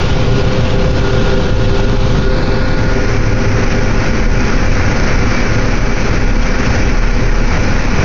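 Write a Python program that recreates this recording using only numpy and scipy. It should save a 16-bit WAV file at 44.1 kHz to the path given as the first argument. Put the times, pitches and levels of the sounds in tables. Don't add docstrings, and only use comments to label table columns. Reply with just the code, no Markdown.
import sys
import numpy as np
from scipy import signal
from scipy.io import wavfile
from scipy.ndimage import uniform_filter1d, minimum_filter1d

SR = 44100
rng = np.random.default_rng(int(sys.argv[2]) if len(sys.argv) > 2 else 0)


def master_out(mix):
    frames = np.transpose(np.atleast_2d(mix))
    ceiling = np.clip(frames, -1, 1)
    pcm = np.round(ceiling * 32767).astype(np.int16)
    wavfile.write(sys.argv[1], SR, pcm)


def decibels_to_gain(level_db):
    exponent = np.asarray(level_db, float) / 20
    return 10 ** exponent


N = 354652

# (time [s], frequency [Hz])
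CRANK = [(0.0, 515.7), (.7, 515.9), (1.2, 515.4), (2.4, 516.8), (4.5, 516.8), (5.2, 516.3), (6.2, 517.0),
         (8.04, 516.8)]
LINES_DUCK = 0.21


def engine(t):
    # (side window [dB], across cab [dB], header [dB], held low [dB])
    top_order_db = (-29.5, -26, -31.5, -33.5)
    # (multiple of crank speed [-], side window level [dB], crop level [dB])
    orders = [(2, -32, -31), (10, -36, -39), (15, -36, -38), (20, -42, -50), (25, -45, -45), (80, -50, -50)]
    rotor_hz, rotor_db, rotor_give = 25.7, -21, 0.54
    top_hz = along(CRANK, t)[0]
    crank_hz = top_hz / 16
    facing = facing_crop(t)
    top_db = gazed(top_order_db, t) + ducked(LINES_DUCK, t)
    out = tone(top_hz, top_db, t, rough_db=1.6, rough_hz=20)
    out += tone(crank_hz, shake_db(t) + 1.6, t, rough_db=0.3, rough_hz=5.8)
    out += tone(rotor_hz, rotor_db + ducked(rotor_give, t), t, rough_db=3.0, rough_hz=5.1)
    for order, side_db, crop_db in orders:
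        level_db = side_db + facing * (crop_db - side_db)
        out += tone(order * crank_hz, level_db, t, rough_db=2.5, rough_hz=8)
    return out


def firing(t):
    # (centre [Hz], width [Hz], side window level [dB], crop level [dB])
    firing_bands = [(104.84, 5, -3, 0.5), (117.5, 4.7, -1, -1.5)]
    # (middle [s], half length [s], rise [dB])
    throbs = [(1.3, 0.11, 3.5), (1.62, .1, 5), (2.08, .1, 5), (3.45, .17, 6), (4.05, .17, 5),
              (5.25, 0.097, 4.5), (6.2, .15, 3.5), (6.5, .08, 3), (7.0, .06, 4.5), (7.25, .07, 5)]
    level_db = gazed((-21, -20, -22, -24.5), t) + bells(throbs, t) - 3.0
    return decibels_to_gain(level_db) * resonances(firing_bands, t)


def whines(t):
    # (full-speed pitch [Hz], share of crank sag [-], then level per gaze: side window [dB],
    # across cab [dB], header [dB], held low [dB])
    teeth = [
        (393.3, 1.0, -27.5, -24, -34, -37),
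        (1438, 2.5, -33.5, -31, -34, -37),
        (2311, 0.299, -40.5, -44.5, -35, -38.5),
    ]
    # (middle [s], half length [s], change [dB])
    pump_sags = [(0.119, .15, -5), (.75, .22, -7.5), (1.6, .07, -6.5), (2.1, .14, -8), (3.55, .1, -4.5)]
    pump, full_speed_hz, jitter_share = 1, 516.8, 0.0005
    sag = along(CRANK, t)[0] / full_speed_hz - 1
    out = 0
    for k, (hz, slip, *db) in enumerate(teeth):
        jitter = jitter_share * slip * np.interp(t, t[::64], wander(12, t[::64]))
        level_db = gazed(db, t) + ducked(LINES_DUCK, t)
        if k == pump:
            level_db = level_db + bells(pump_sags, t)
        out = out + tone(hz * (1 + slip * sag + jitter), level_db, t, rough_db=2.0, rough_hz=29.8)
    return out


def panel_hums(t):
    # (centre [Hz], width [Hz], side window level [dB], crop level [dB])
    hum_bands = [(47, 6, -27, -27), (148, 4, -32, -40), (236, 22, -38, -28), (248, 2, -34, -33),
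                 (273, 8, -34, -40), (401, 16, -31, -37), (409, 1.5, -32, -37), (495, 20, -38, -36),
                 (615, 1.5, -52, -43), (845, 30, -41, -39), (1053, 2, -54, -46), (1155, 2, -54, -46),
                 (2256, 3, -49, -54), (2487, 3, -57, -49), (2641.5, 1.5, -45, -46)]
    return resonances(hum_bands, t)


def boom(t):
    # (frequency [Hz], level per Hz [dB])
    boom_spectra = [
        [(14, -31.5), (23, -0.5), (75, -7), (123, -6), (195, -13), (338, -19), (392, -18), (448, -21),
         (512, -17), (577, -26), (800, -34), (1040, -57), (1760, -120)],
        [(14, -26), (23, 1.5), (54, -6.5), (163, -14), (240, -13.5), (343, -20), (392, -19.5), (442, -21.5),
         (505, -22), (640, -33.5), (800, -32.5), (1040, -50), (1760, -120)],
    ]
    noise = rng.standard_normal(N)
    drumming = coloured(noise, boom_spectra, size=4096, patchy_db=0.34, patch_hz=60, patch_s=0.13)
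    drumming = signal.lfilter(*signal.iirnotch(32.3, 1.8, SR), drumming)
    level_db = gazed((-19.5, -18.5, -18.5, -19), t) + ducked(0.31, t) + 5.5
    return decibels_to_gain(level_db) * drumming


def rush(t):
    # (frequency [Hz], level per Hz [dB])
    rush_spectra = [
        [(320, -39.5), (550, -5.5), (846, -4.5), (922, -7), (1130, -4), (1260, -8), (1480, -7.5), (1860, -12),
         (2680, -10.5), (5820, -19), (7220, -32), (9390, -55.5), (15900, -120)],
        [(320, -38), (550, -6), (668, -0.5), (728, -9), (903, -1.5), (1140, -5.5), (1470, -5.5), (1510, -4.5),
         (2140, -13), (3470, -11.5), (6280, -20), (7220, -33.5), (9390, -67.5), (15900, -120)],
        [(320, -45.5), (550, -16), (626, 0), (760, -12.5), (828, -3.5), (1360, -9.5), (1480, -6.5),
         (2180, -13.5), (2380, -15), (2860, -23), (4210, -13), (7220, -34.5), (9390, -59.5), (15900, -120)],
        [(320, -36.5), (550, -0.5), (768, -5.5), (828, -2), (932, -4.5), (1220, -4), (1390, -2), (2160, -4.5),
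         (2380, -5.5), (2890, -13.5), (3550, -19.5), (5760, -13), (6210, -16), (7220, -39), (9390, -76),
         (15900, -120)],
    ]
    beat_hz, snaps_per_s = 6.58, 1500
    snap_sizes = decibels_to_gain(3.6 * np.minimum(rng.exponential(1, N), 5))
    snaps = snap_sizes * (rng.random(N) < snaps_per_s / SR) * rng.choice([-1, 1], N)
    drive = 0.94 * rng.standard_normal(N) + 0.4 * evened(snaps)
    beat_db = -0.4 * np.cos(2 * np.pi * beat_hz * t)
    beat_db += 0.5 * np.interp(t, t[::64], wander(40, t[::64]))
    level_db = gazed((-31.5, -33, -31, -31.5), t) + ducked(0.28, t) + 7.5
    level_db = level_db + 1.96 * facing_crop(t) + beat_db
    return decibels_to_gain(level_db) * coloured(drive, rush_spectra, size=512, patchy_db=0.5, patch_hz=500, patch_s=0.047)


def shake_db(t):
    # (middle [s], half length [s], top level [dB])
    surges = [(.31, 0.26, -20.5), (.75, 0.058, -17.5), (1.06, 0.16, -22), (1.57, 0.13, -16),
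              (2.0, 0.08, -14.5), (2.3, 0.04, -13.5), (2.68, 0.32, -17.5), (3.26, 0.22, -15.5),
              (3.93, 0.11, -16.5), (4.28, 0.083, -11.5), (4.65, .17, -17), (5.2, 0.27, -22.5),
              (5.78, .24, -15), (6.35, 0.14, -11), (7.03, 0.13, -10.5), (7.36, 0.12, -11), (7.8, .11, -16)]
    lull_db = -30
    powers = [(mid, half, decibels_to_gain(2 * db)) for mid, half, db in surges]
    return 10 * np.log10(decibels_to_gain(2 * lull_db) + bells(powers, t))


def ducked(share, t):
    shake_mean_db = -17
    return -share * (shake_db(t) - shake_mean_db)


def facing_crop(t):
    # (time [s], pose: 0 side window, 1 windscreen, 2 tipping down, 3 crop [-])
    poses = [(0, 0), (.8, -0.8), (1.05, 1.0), (2.15, 0.64), (2.35, 2), (2.75, 2.3), (3.0, 2.9), (4.0, 3.3)]
    return (along(poses, t)[0] / 3).clip(0, 1)


def gazed(db, t):
    # (time [s], gaze: 0 side window, 1 across cab, 2 tipped to header, 3 held low [-])
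    gazes = [(0, 0), (.7, 0.7), (1.2, 1.0), (2.2, 1.03), (3.8, 1.45), (4.6, 1.8), (6.3, 2.5), (7.4, 3.0),
             (8.04, 3)]
    return np.interp(along(gazes, t)[0], np.arange(len(db)), db)


def resonances(bands, t):
    facing, out = facing_crop(t), 0
    for hz, width_hz, side_db, crop_db in bands:
        r = np.exp(-np.pi * width_hz / SR)
        noise = rng.standard_normal(N) + 1j * rng.standard_normal(N)
        slow = signal.lfilter([1], [1, -2 * r, r * r], noise)
        ringing = evened((slow * np.exp(2j * np.pi * hz * t)).real)
        out = out + decibels_to_gain(side_db + facing * (crop_db - side_db)) * ringing
    return out


def tone(hz, db, t, rough_db, rough_hz):
    waver = np.interp(t, t[::64], wander(rough_hz, t[::64]))
    phase = 2 * np.pi * np.cumsum(hz * np.ones(N)) / SR
    return np.sqrt(2) * decibels_to_gain(db + rough_db * waver) * np.sin(phase)


def coloured(x, spectra, size, patchy_db, patch_hz, patch_s):
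    overlap = size * 3 // 4
    hz, t, z = signal.stft(x, SR, nperseg=size, noverlap=overlap)
    gain = decibels_to_gain(posed(spectra, hz, t))
    patches = rng.standard_normal(z.T.shape).T
    patches = uniform_filter1d(patches, max(round(patch_hz / hz[1]), 1), axis=0)
    patches = evened(uniform_filter1d(patches, max(round(patch_s / t[1]), 1), axis=1))
    gain = gain / np.linalg.norm(gain, axis=0) * decibels_to_gain(patchy_db * patches)
    return evened(signal.istft(z * gain, SR, nperseg=size, noverlap=overlap)[1][:N])


def posed(spectra, hz, t):
    place = facing_crop(t) * (len(spectra) - 1)
    out = 0
    for k, spectrum in enumerate(spectra):
        knot_hz, knot_db = np.transpose(spectrum)
        shape_db = np.interp(np.log(hz + 1), np.log(knot_hz + 1), knot_db)
        out = out + np.outer(shape_db, (1 - abs(place - k)).clip(0))
    return out


def bells(rows, t):
    s = t[::64]
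    return np.interp(t, s, sum(top * np.exp(-((s - mid) / half) ** 2) for mid, half, top in rows))


def wander(top_hz, t):
    rates_hz = np.geomspace(top_hz / 20, top_hz, 16)
    return evened(sum(np.sin(2 * np.pi * (f * t + rng.random())) / np.sqrt(f) for f in rates_hz))


def along(rows, t):
    s, *columns = np.transpose(rows)
    return [np.interp(t, s, c) for c in columns]


def evened(x):
    return x / np.sqrt(np.mean(np.abs(x) ** 2) + 1e-20)


def scene():
    t = np.arange(N) / SR
    return (engine(t) + firing(t) + whines(t) + panel_hums(t) + boom(t) + rush(t))[None]


def hopping_treble(x, coarse_db):
    edge_choices_hz = [7200, 6980, 7060, 7220, 6950, 7280]
    hz, t, z = signal.stft(x, SR, nperseg=2048)
    edge_hz = np.repeat(rng.choice(edge_choices_hz, len(t)), 2)[:len(t)]
    treble = (hz[:, None] / 3000).clip(0, 1)
    uneven_db = coarse_db * treble * rng.standard_normal(z.T.shape).T
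    return signal.istft(z * decibels_to_gain(uneven_db) * (hz[:, None] < edge_hz), SR, nperseg=2048)[1][:N]


def limiter(x, look_s, back_db_s):
    # (time [s], peak level [dB])
    step_ticks = [(0.243, -52), (0.421, -43.5), (0.4583, -53.5), (0.975, -47.5), (1.4534, -52.5),
                  (1.5817, -47.5), (2.415, -46), (3.507, -41), (3.941, -46), (4.0652, -46.5), (4.0903, -43),
                  (4.5933, -45), (4.864, -44.5), (5.178, -47), (5.4055, -48), (5.618, -48.5),
                  (5.827, -43.5), (5.859, -50.5), (6.0082, -41.5), (6.1135, -48.5), (6.7475, -51),
                  (6.947, -49), (7.1522, -44.5), (7.233, -46.5), (7.2602, -43), (7.4136, -53), (7.639, -50),
                  (7.7227, -49), (7.8436, -53.5), (7.987, -47)]
    ceiling, tick_db, tick_share = 0.709, -59, 0.73
    over_db = 20 * np.log10(np.maximum(abs(x) / ceiling, 1))
    back_db = np.arange(N) * back_db_s / SR
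    look = 2 * round(look_s * SR / 2) + 1
    held_db = (np.maximum.accumulate(over_db + back_db) - back_db).clip(0)
    held_db = -minimum_filter1d(-held_db, 2 * look)
    glide_db = uniform_filter1d(uniform_filter1d(held_db, look), look)
    ticks = np.zeros(N)
    tick_s, peak_db = np.transpose(step_ticks)
    ticks[(tick_s * SR).astype(int)] = decibels_to_gain(peak_db + 8.0)
    bites = signal.find_peaks(over_db, distance=900)[0]
    bite_amp = decibels_to_gain(tick_db + 3.0 * rng.standard_normal(N)[bites])
    ticks[bites] += bite_amp * over_db[bites] * (rng.random(N)[bites] < tick_share)
    ticks = signal.lfilter([1, 0.14, -0.45, 0.18, 0.27, 0.19, 0, -0.27, 0.13, -0.69], 1, ticks)
    return x / decibels_to_gain(glide_db) + ticks


def top_cut(x):
    return signal.sosfilt(signal.butter(12, 15830, fs=SR, output="sos"), x)


def record(dry):
    offset = -0.185
    captured = hopping_treble(dry[0], coarse_db=2.5) + offset
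    held = limiter(captured, look_s=0.0005, back_db_s=150)
    return top_cut(held[None])


dry = scene()
out = record(dry)
master_out(out)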